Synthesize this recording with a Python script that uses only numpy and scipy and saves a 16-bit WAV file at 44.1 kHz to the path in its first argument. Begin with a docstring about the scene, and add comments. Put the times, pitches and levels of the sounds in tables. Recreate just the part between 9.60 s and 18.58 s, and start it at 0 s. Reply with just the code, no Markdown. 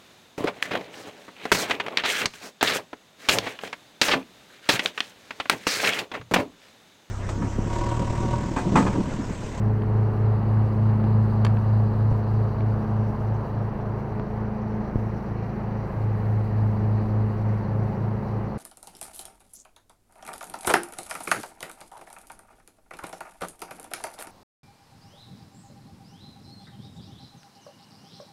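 """A low hum throbs as it swells and fades, over a dull roar and a thin insect hiss: mowing far across a pond.
A two-ended blade sounds near 107 Hz and the engine's fourth order about 3.4 Hz away, so the two beat together.
Hum and engine are sums of harmonics; roar, insects and hiss are coloured noise with moving levels.
Close by, a fishing reel clicks and fingers bump the microphone: contact forces that ring decaying modes."""
import sys
import numpy as np
from scipy import signal
from scipy.fft import rfft, irfft
from scipy.io import wavfile

SR = 44100
rng = np.random.default_rng(int(sys.argv[2]) if len(sys.argv) > 2 else 0)


def dump_mix(stems):
    """Bounce the given channels to the path in sys.argv[1] as a 16-bit WAV at rate SR."""
    frames = np.atleast_2d(stems).T  # one column per channel
    limited = np.clip(frames, -1, 1)  # hard clip at full scale
    pcm = np.round(limited * 32767).astype(np.int16)
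    wavfile.write(sys.argv[1], SR, pcm)


N = 396018

# Hiss: mean level in dB, and how many dB it rises per dB of hum.
HISS_DB, HISS_PER_HUM_DB = -72.5, 0.22

# Colours of the two insect choruses. Each row: frequency in Hz, relative density in dB per Hz.
LOWER_CHORUS_COLOUR = [(3400, -23), (3800, -5), (4100, 0), (4450, -1.5), (4800, -2.5), (5200, -19.5)]
UPPER_CHORUS_COLOUR = [(4800, -10.5), (5200, -2.5), (5650, 1.5), (6100, -1.5), (6450, -7), (6750, -18),
                       (7250, -9.5), (7600, -27.5)]
# Chorus levels before their shimmer. Each row: time in seconds, level in dB.
LOWER_CHORUS_LEVEL = [(0, -71), (.8, -66.5), (1.4, -67.5), (2.3, -65), (4.3, -71), (7.2, -68), (9, -69)]
UPPER_CHORUS_LEVEL = [(0, -76), (1.4, -78.5), (3.4, -73), (4.1, -75.5), (5.7, -72), (6.8, -76),
                      (7.7, -74.5), (9, -73.5)]

# Colours of the roar's layers. Each row: frequency in Hz, relative density in dB per Hz.
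RUMBLE_COLOUR = [(12, -17), (25, 1), (45, -2), (110, 1), (200, 0), (290, -4.7), (420, -7), (700, -22)]
ROAR_COLOUR = [(250, -15.5), (400, 3), (530, 0), (680, 0.5), (850, 1), (1050, -5), (1300, -10),
               (1650, -13.5), (2000, -23.5), (3000, -35), (3600, -38.5), (6000, -54)]
UPPER_ROAR_COLOUR = [(700, -20.5), (950, 2.5), (1170, 2), (1450, -9.5), (1800, -14), (2200, -30),
                     (2800, -17.5), (3400, -31.5), (5000, -47)]
RASP_COLOUR = [(1500, -5), (1900, 3), (2200, -2.5), (2600, -7.5), (3000, -15), (3600, -28)]
# Levels of the roar's body and of its rasping upper band, before flutter and pulsing. Each row: time in
# seconds, level in dB.
ROAR_LEVEL_CURVE = [(0, -39), (.8, -38), (1.6, -38), (3.3, -37.5), (4.6, -38), (5.8, -39.2), (6.3, -38.7),
                    (7.2, -39), (8, -38.5), (9, -39)]
RASP_LEVEL_CURVE = [(0, -57), (1.4, -56.5), (2.3, -60.5), (3.6, -60.5), (4.3, -57.5), (6.5, -54.5),
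                    (9, -56.5)]
# How well the mower's noise carries over the water. Each row: time in seconds, dB above the usual.
CARRY_CURVE = [(0, 1), (.6, 2.5), (2, 2.5), (2.9, 1.5), (3.6, 1.5), (4.6, -1.2), (9, 0)]
# Usual level in dB, and how many dB the layer moves per dB of carry.
RUMBLE_DB, RUMBLE_PER_CARRY_DB = -37, 0.43
UPPER_ROAR_DB, UPPER_ROAR_PER_CARRY_DB = -49.5, 1.6

# Finger touches on the microphone's case. Each row: start in seconds, force in dB, softness in seconds.
FINGER_BUMPS = [(1.4415, -14, .00005), (2.5148, -9.5, 0.00025), (4.5976, -17, 0.00004),
                (5.3574, -7.5, .0002)]
# The case's heavily damped modes. Each row: frequency in Hz, level in dB, t60 in seconds.
CASE_MODES = [(45, -14, 0.04), (130, 0, 0.022), (290, -1, 0.008), (520, -7, 0.005), (1000, -8, 0.002),
              (2600, -16, .001)]

# Reel clicks. Each row: start in seconds, force in dB, hardness of contact as a cutoff in Hz,
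# chatter after the snap from 0 to 1.
REEL_CLICKS = [(0.221, -38.5, 3400, 0.13), (1.849, -26, 6500, .22), (1.8499, -33, 10000, .3),
               (1.8518, -32, 2400, .1), (1.8536, -28, 3000, .07), (1.8541, -42, 11000, .3),
               (1.8665, -35, 4700, 0.37), (1.8715, -49, 7000, .5), (1.971, -35, 3400, 0.09),
               (3.007, -36.5, 3500, 0.13)]
# The reel's modes. Each row: frequency in Hz, level in dB, t60 in seconds.
REEL_MODES = [(500, -7.5, 0.012), (710, -6.5, .01), (960, -2.5, .009), (1180, -3.5, 0.011),
              (1635, -1.5, .012), (1850, -11, .01), (2256, -6.5, .013), (2595, -7.5, .009),
              (3100, -7.5, .006), (3666, -13, 0.009), (4300, -7.5, 0.006), (4550, -14, 0.006),
              (5658, -15.5, 0.009), (6490, -19, .008), (7250, -11, 0.007), (8630, -21, .007),
              (9900, -17, 0.009), (10550, -15.5, .009), (11250, -15, .009)]

# The engine's speed wavers slightly around 27.6 firings per second.
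# Each row: time in seconds, firings per second.
FIRING_RATE_CURVE = [(0, 27.6), (1.3, 27.7), (3, 27.62), (4.3, 27.42), (5.1, 27.64), (7, 27.49), (9, 27.53)]
# Fourth order, before its -1 dB balance and the drone trim: usual dB, dB moved per dB of carry.
ENGINE_DB, ENGINE_PER_CARRY_DB = -29, 0.98
# Low orders fading on their own, before the drone trim. Each row: time in seconds, dB of the lowest three,
# dB of the fifth, dB of the sixth and seventh.
FADING_ORDER_LEVELS = [(0, -33.5, -32, -36.5), (1, -35.5, -33, -40.5), (1.5, -35.5, -30.5, -37),
                       (2.4, -35, -31.7, -37.5), (3.2, -35, -32, -40.5), (4.2, -38.5, -34.5, -40),
                       (5.1, -37.5, -39, -38.5), (5.9, -38, -35, -37), (7.1, -36.5, -37, -37),
                       (7.7, -38.5, -40.5, -38.5), (8.2, -40.5, -32, -34), (9, -41, -35, -37.5)]
# The exhaust's higher orders. Each row: multiple of the firing rate, relative level in dB.
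HIGHER_ORDERS = [(8, -5), (9, -4), (10, -7), (11, -10), (12, -5), (13, 0), (14, -3.5), (19, -5)]
# Level of those higher orders, before the drone trim. Each row: time in seconds, level in dB.
HIGHER_ORDER_LEVEL = [(0, -43.5), (1.3, -43.5), (2.5, -48), (4.3, -51), (5.6, -47.5), (7, -48),
                      (8.3, -45.5), (9, -46)]
MUFFLER_ORDER = 4  # order whose phase the muffler's smear leaves unshifted
MUFFLER_SMEAR = 0.2  # radians per squared order away from it

# The belt lets the blade lag the crankshaft, pacing the throb.
# Each row: time in seconds, share of the speed lost.
BELT_SLIP_CURVE = [(0, .0308), (3.2, .0295), (4.1, .0297), (4.5, .0385), (4.9, .0287), (5.4, .0283),
                   (5.9, .0248), (6.5, .0314), (7, .0319), (7.6, .031), (9, .0305)]
IN_STEP_S = 1.8755  # moment when blade and engine are in step
# Blade fundamental, before the drone trim; it swells, fades and returns.
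# Each row: time in seconds, level in dB.
HUM_LEVEL = [(0, -21.5), (.4, -19.5), (2.1, -17), (3.7, -25.5), (4.2, -34.5), (5.1, -40.5), (5.45, -32),
             (6.1, -37.5), (6.55, -21), (7.3, -20.5), (8, -23.5), (9, -32)]
# Blade harmonics that fade on their own, before the drone trim. Each row: time in seconds, level in dB.
OCTAVE_LEVEL = [(0.0, -34), (0.55, -38.5), (1.4, -29), (2.95, -37.5), (3.25, -30.5), (3.83, -41),
                (5.2, -33), (5.7, -42.5), (6.15, -37), (6.3, -47), (6.62, -43), (7.1, -34.5), (7.5, -34),
                (7.85, -36.5), (8.98, -39)]  # takes OCTAVE_GAIN_DB on top
THIRD_LEVEL = [(0, -39), (.45, -46), (1.05, -39.5), (2, -53), (3.05, -41), (3.6, -53), (5.8, -45.5),
               (6.1, -52), (7.2, -42.5), (7.7, -43.5), (8.4, -50), (9, -44)]
FOURTH_LEVEL = [(0, -37.5), (.72, -38), (.95, -49), (1.55, -39), (2, -50), (2.45, -39.5), (3.1, -44),
                (4.1, -46), (4.8, -38.5), (5.6, -49), (6.4, -47), (7.25, -40.5), (8, -46), (9, -44)]
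FIFTH_LEVEL = [(0, -47), (1, -52), (1.5, -43), (2.4, -49), (5.7, -54), (6.3, -45), (6.7, -49), (8, -43.5),
               (9, -52)]
OCTAVE_GAIN_DB = 4
# Fainter overtones, before swell and drone trim. Each row: multiple of the blade rate, level in dB.
FAINT_OVERTONES = [(6, -55), (8, -62)]

DRONE_TRIM_DB = -2.5  # on blade and exhaust together
CUTOFF_HZ = 15800


def from_db(db):
    """Decibels to gain."""
    return 10 ** (np.asarray(db) / 20)


def rms_one(x):
    """Scale to an rms of one."""
    return x / np.sqrt(np.mean(x ** 2) + 1e-20)


def in_time(rows):
    """Draw each column of a table as a curve, sample by sample."""
    s, *columns = np.transpose(rows)
    return [np.interp(np.arange(N) / SR, s, column) for column in columns]


def drift(rate_hz):
    """Slow random movement with a spread of one: low-passed noise made at every 40th sample."""
    r = np.exp(-80 * np.pi * rate_hz / SR)
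    raw = rng.standard_normal(N // 40 + 2002)
    slow = signal.lfilter([1], [1, -2 * r, r * r], raw)[2000:]  # drop the filter's start
    return np.interp(np.arange(N) / 40, np.arange(len(slow)), rms_one(slow))


def noise(colour):
    """Noise of a given colour that falls 36 dB per octave beyond its ends; rms one."""
    hz, level_db = np.transpose(colour)
    octave = np.log2(np.maximum(np.fft.rfftfreq(N, 1 / SR), 1))
    beyond = np.abs(octave - np.clip(octave, np.log2(hz[0]), np.log2(hz[-1])))
    gain = from_db(np.interp(octave, np.log2(hz), level_db) - 36 * beyond)
    return rms_one(irfft(rfft(rng.standard_normal(N)) * gain, N))


def angle_of(per_s):
    """Running angle of a cycle, counted from the moment when blade and engine are in step."""
    turns = np.cumsum(per_s) / SR
    return 2 * np.pi * (turns - turns[round(IN_STEP_S * SR)])


def tones(angle, orders, scatter, scatter_hz, smear=0):
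    """Harmonics through moving air, which scatters high and weak ones more; smear draws out their pulse."""
    top_db = max(db for order, db in orders)
    out = 0
    for order, db in orders:
        lag = smear * (order - MUFFLER_ORDER) ** 2
        spread = scatter * order * from_db((top_db - db) / 2)
        wander = drift(scatter_hz) + 1j * drift(scatter_hz)
        path = (1 + spread * wander) / np.sqrt(1 + 2 * spread ** 2)
        tone = np.sqrt(2) * np.real(path * np.exp(1j * (order * angle - lag)))
        out = out + from_db(db) * tone
    return out


def add(track, s, piece):
    """Add a short piece to a track at a given time."""
    start = round(s * SR)
    track[start:start + len(piece)] += piece[:N - start]


def ring(force, modes):
    """A body's decaying modes, each a two-pole resonator driven by a contact force."""
    out = np.zeros(N)
    for hz, db, t60 in modes:
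        r = 1000 ** (-1 / (t60 * SR))
        w = 2 * np.pi * hz / SR
        # the tiny offset keeps the filter out of very slow arithmetic
        mode = signal.lfilter([0, np.sin(w)], [1, -2 * r * np.cos(w), r * r], force + 1e-18)
        out += from_db(db) * mode
    return out


def hiss(hum_db):
    """A faint, fluttering hiss under everything that rises a little with the hum."""
    level_db = HISS_DB + HISS_PER_HUM_DB * (hum_db - hum_db.mean())
    return from_db(level_db + 1.1 * drift(10)) * noise([(3000, -0.16), (16000, -0.83)])


def insects():
    """Two far choruses merge into narrow, shimmering bands of hiss."""
    [lower_db], [upper_db] = in_time(LOWER_CHORUS_LEVEL), in_time(UPPER_CHORUS_LEVEL)
    lower = from_db(lower_db + 1.7 * drift(21)) * noise(LOWER_CHORUS_COLOUR)
    upper = from_db(upper_db + 2.1 * drift(25)) * noise(UPPER_CHORUS_COLOUR)
    return lower + upper


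def roar(blade_angle, firing_angle, carry_db):
    """Churned air and a rasping upper band, dulled by distance; all but the rumble pulse with blade and
    firings."""
    blade_pulse = 0.08 * np.cos(blade_angle) + 0.076 * np.cos(2 * blade_angle)
    firing_pulse = 0.06 * np.cos(firing_angle) + 0.06 * np.cos(5 * firing_angle)
    pulsing = 1 + blade_pulse + firing_pulse
    [body_db], [rasp_db] = in_time(ROAR_LEVEL_CURVE), in_time(RASP_LEVEL_CURVE)
    upper_db = UPPER_ROAR_DB + UPPER_ROAR_PER_CARRY_DB * carry_db
    rumble = from_db(RUMBLE_DB + RUMBLE_PER_CARRY_DB * carry_db) * noise(RUMBLE_COLOUR)
    body = from_db(body_db + 0.5 * drift(8.6)) * noise(ROAR_COLOUR)
    upper = from_db(upper_db + 0.76 * drift(16)) * noise(UPPER_ROAR_COLOUR)
    rasp = from_db(rasp_db + 0.92 * drift(8)) * noise(RASP_COLOUR)
    return rumble + pulsing * (body + upper + rasp)


def fingers():
    """Fingers touch the case, some softly and some firmly; each touch is a short, heavily damped bump."""
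    t = np.arange(SR // 100) / SR
    force = np.zeros(N)
    for s, db, soft_s in FINGER_BUMPS:
        contact = t * np.exp(-t / soft_s)
        add(force, s, -from_db(db) * contact / contact.sum())
    return ring(force, CASE_MODES)


def reel(chatter_s, settle, settle_s):
    """Each snap is followed by a few milliseconds of chatter, then by loose parts settling."""
    t = np.arange(SR // 10) / SR
    fading = np.exp(-t / chatter_s) + settle * np.exp(-t / settle_s)
    force = np.zeros(N)
    for s, db, hard_hz, chatter in REEL_CLICKS:
        contact = chatter * rng.standard_normal(len(t)) * fading
        contact[0] = 1  # the snap itself
        softened = signal.sosfilt(signal.butter(4, hard_hz, fs=SR, output="sos"), contact)
        add(force, s, from_db(db) * softened)
    return ring(force, REEL_MODES)


def exhaust(angle, fourth_db):
    """Each firing is a puff; the muffler keeps its low orders and draws it out into a short ringing burst."""
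    lowest_db, fifth_db, middle_db = in_time(FADING_ORDER_LEVELS)
    [higher_db] = in_time(HIGHER_ORDER_LEVEL)
    groups = [
        (lowest_db, [(1, -6.5), (2, 0), (3, -7)]),
        (fourth_db, [(4, -1)]),
        (fifth_db, [(5, 0)]),
        (middle_db, [(6, -6), (7, 0)]),
        (higher_db, HIGHER_ORDERS),
    ]
    out = 0
    for level_db, orders in groups:
        burst = tones(angle, orders, scatter=0.02, scatter_hz=2.8, smear=MUFFLER_SMEAR)
        out = out + from_db(level_db) * burst
    return out


def blade(angle, hum_db):
    """A nearly pure tone at the passing rate; shifting paths over the water fade overtones on their own."""
    out = from_db(hum_db) * np.sqrt(2) * np.cos(angle)
    # the octave enters with opposite polarity
    harmonics = [(2, OCTAVE_LEVEL, OCTAVE_GAIN_DB, -1), (3, THIRD_LEVEL, 0, 1),
                 (4, FOURTH_LEVEL, 0, 1), (5, FIFTH_LEVEL, 0, 1)]
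    for order, level, gain_db, polarity in harmonics:
        [level_db] = in_time(level)
        overtone = tones(angle, [(order, 0)], scatter=0.042, scatter_hz=5)
        out = out + polarity * from_db(level_db + gain_db) * overtone
    swell = from_db(0.26 * (hum_db - hum_db.mean()))  # the faint ones rise a little with the fundamental
    return out + swell * tones(angle, FAINT_OVERTONES, scatter=0.078, scatter_hz=3.5)


def scene():
    """Far machinery and insects, near handling sounds."""
    [firings], [slip] = in_time(FIRING_RATE_CURVE), in_time(BELT_SLIP_CURVE)
    [hum_db], [carry_db] = in_time(HUM_LEVEL), in_time(CARRY_CURVE)
    passes = 2 * 2 * firings * (1 - slip)  # two turns a firing, two blade ends a turn
    blade_angle, firing_angle = angle_of(passes), angle_of(firings)
    background = hiss(hum_db) + insects() + roar(blade_angle, firing_angle, carry_db)
    handling = fingers() + reel(chatter_s=0.0013, settle=0.098, settle_s=0.02)
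    engine = exhaust(firing_angle, ENGINE_DB + ENGINE_PER_CARRY_DB * carry_db)
    drone = from_db(DRONE_TRIM_DB) * (engine + blade(blade_angle, hum_db))
    return (background + handling + drone)[None]


def record(dry):
    """The deepest bass and the top are cut; the ends are eased over 130 samples."""
    from_start = np.arange(N)
    to_nearest_end = np.minimum(from_start, from_start[::-1])
    ease = np.sin(np.pi / 2 * np.minimum(1, to_nearest_end / 130)) ** 2
    x = signal.sosfilt(signal.butter(2, 16, "high", fs=SR, output="sos"), dry * ease)
    return signal.sosfilt(signal.ellip(10, 0.1, 80, CUTOFF_HZ, fs=SR, output="sos"), x)


dry = scene()
out = record(dry)
dump_mix(out)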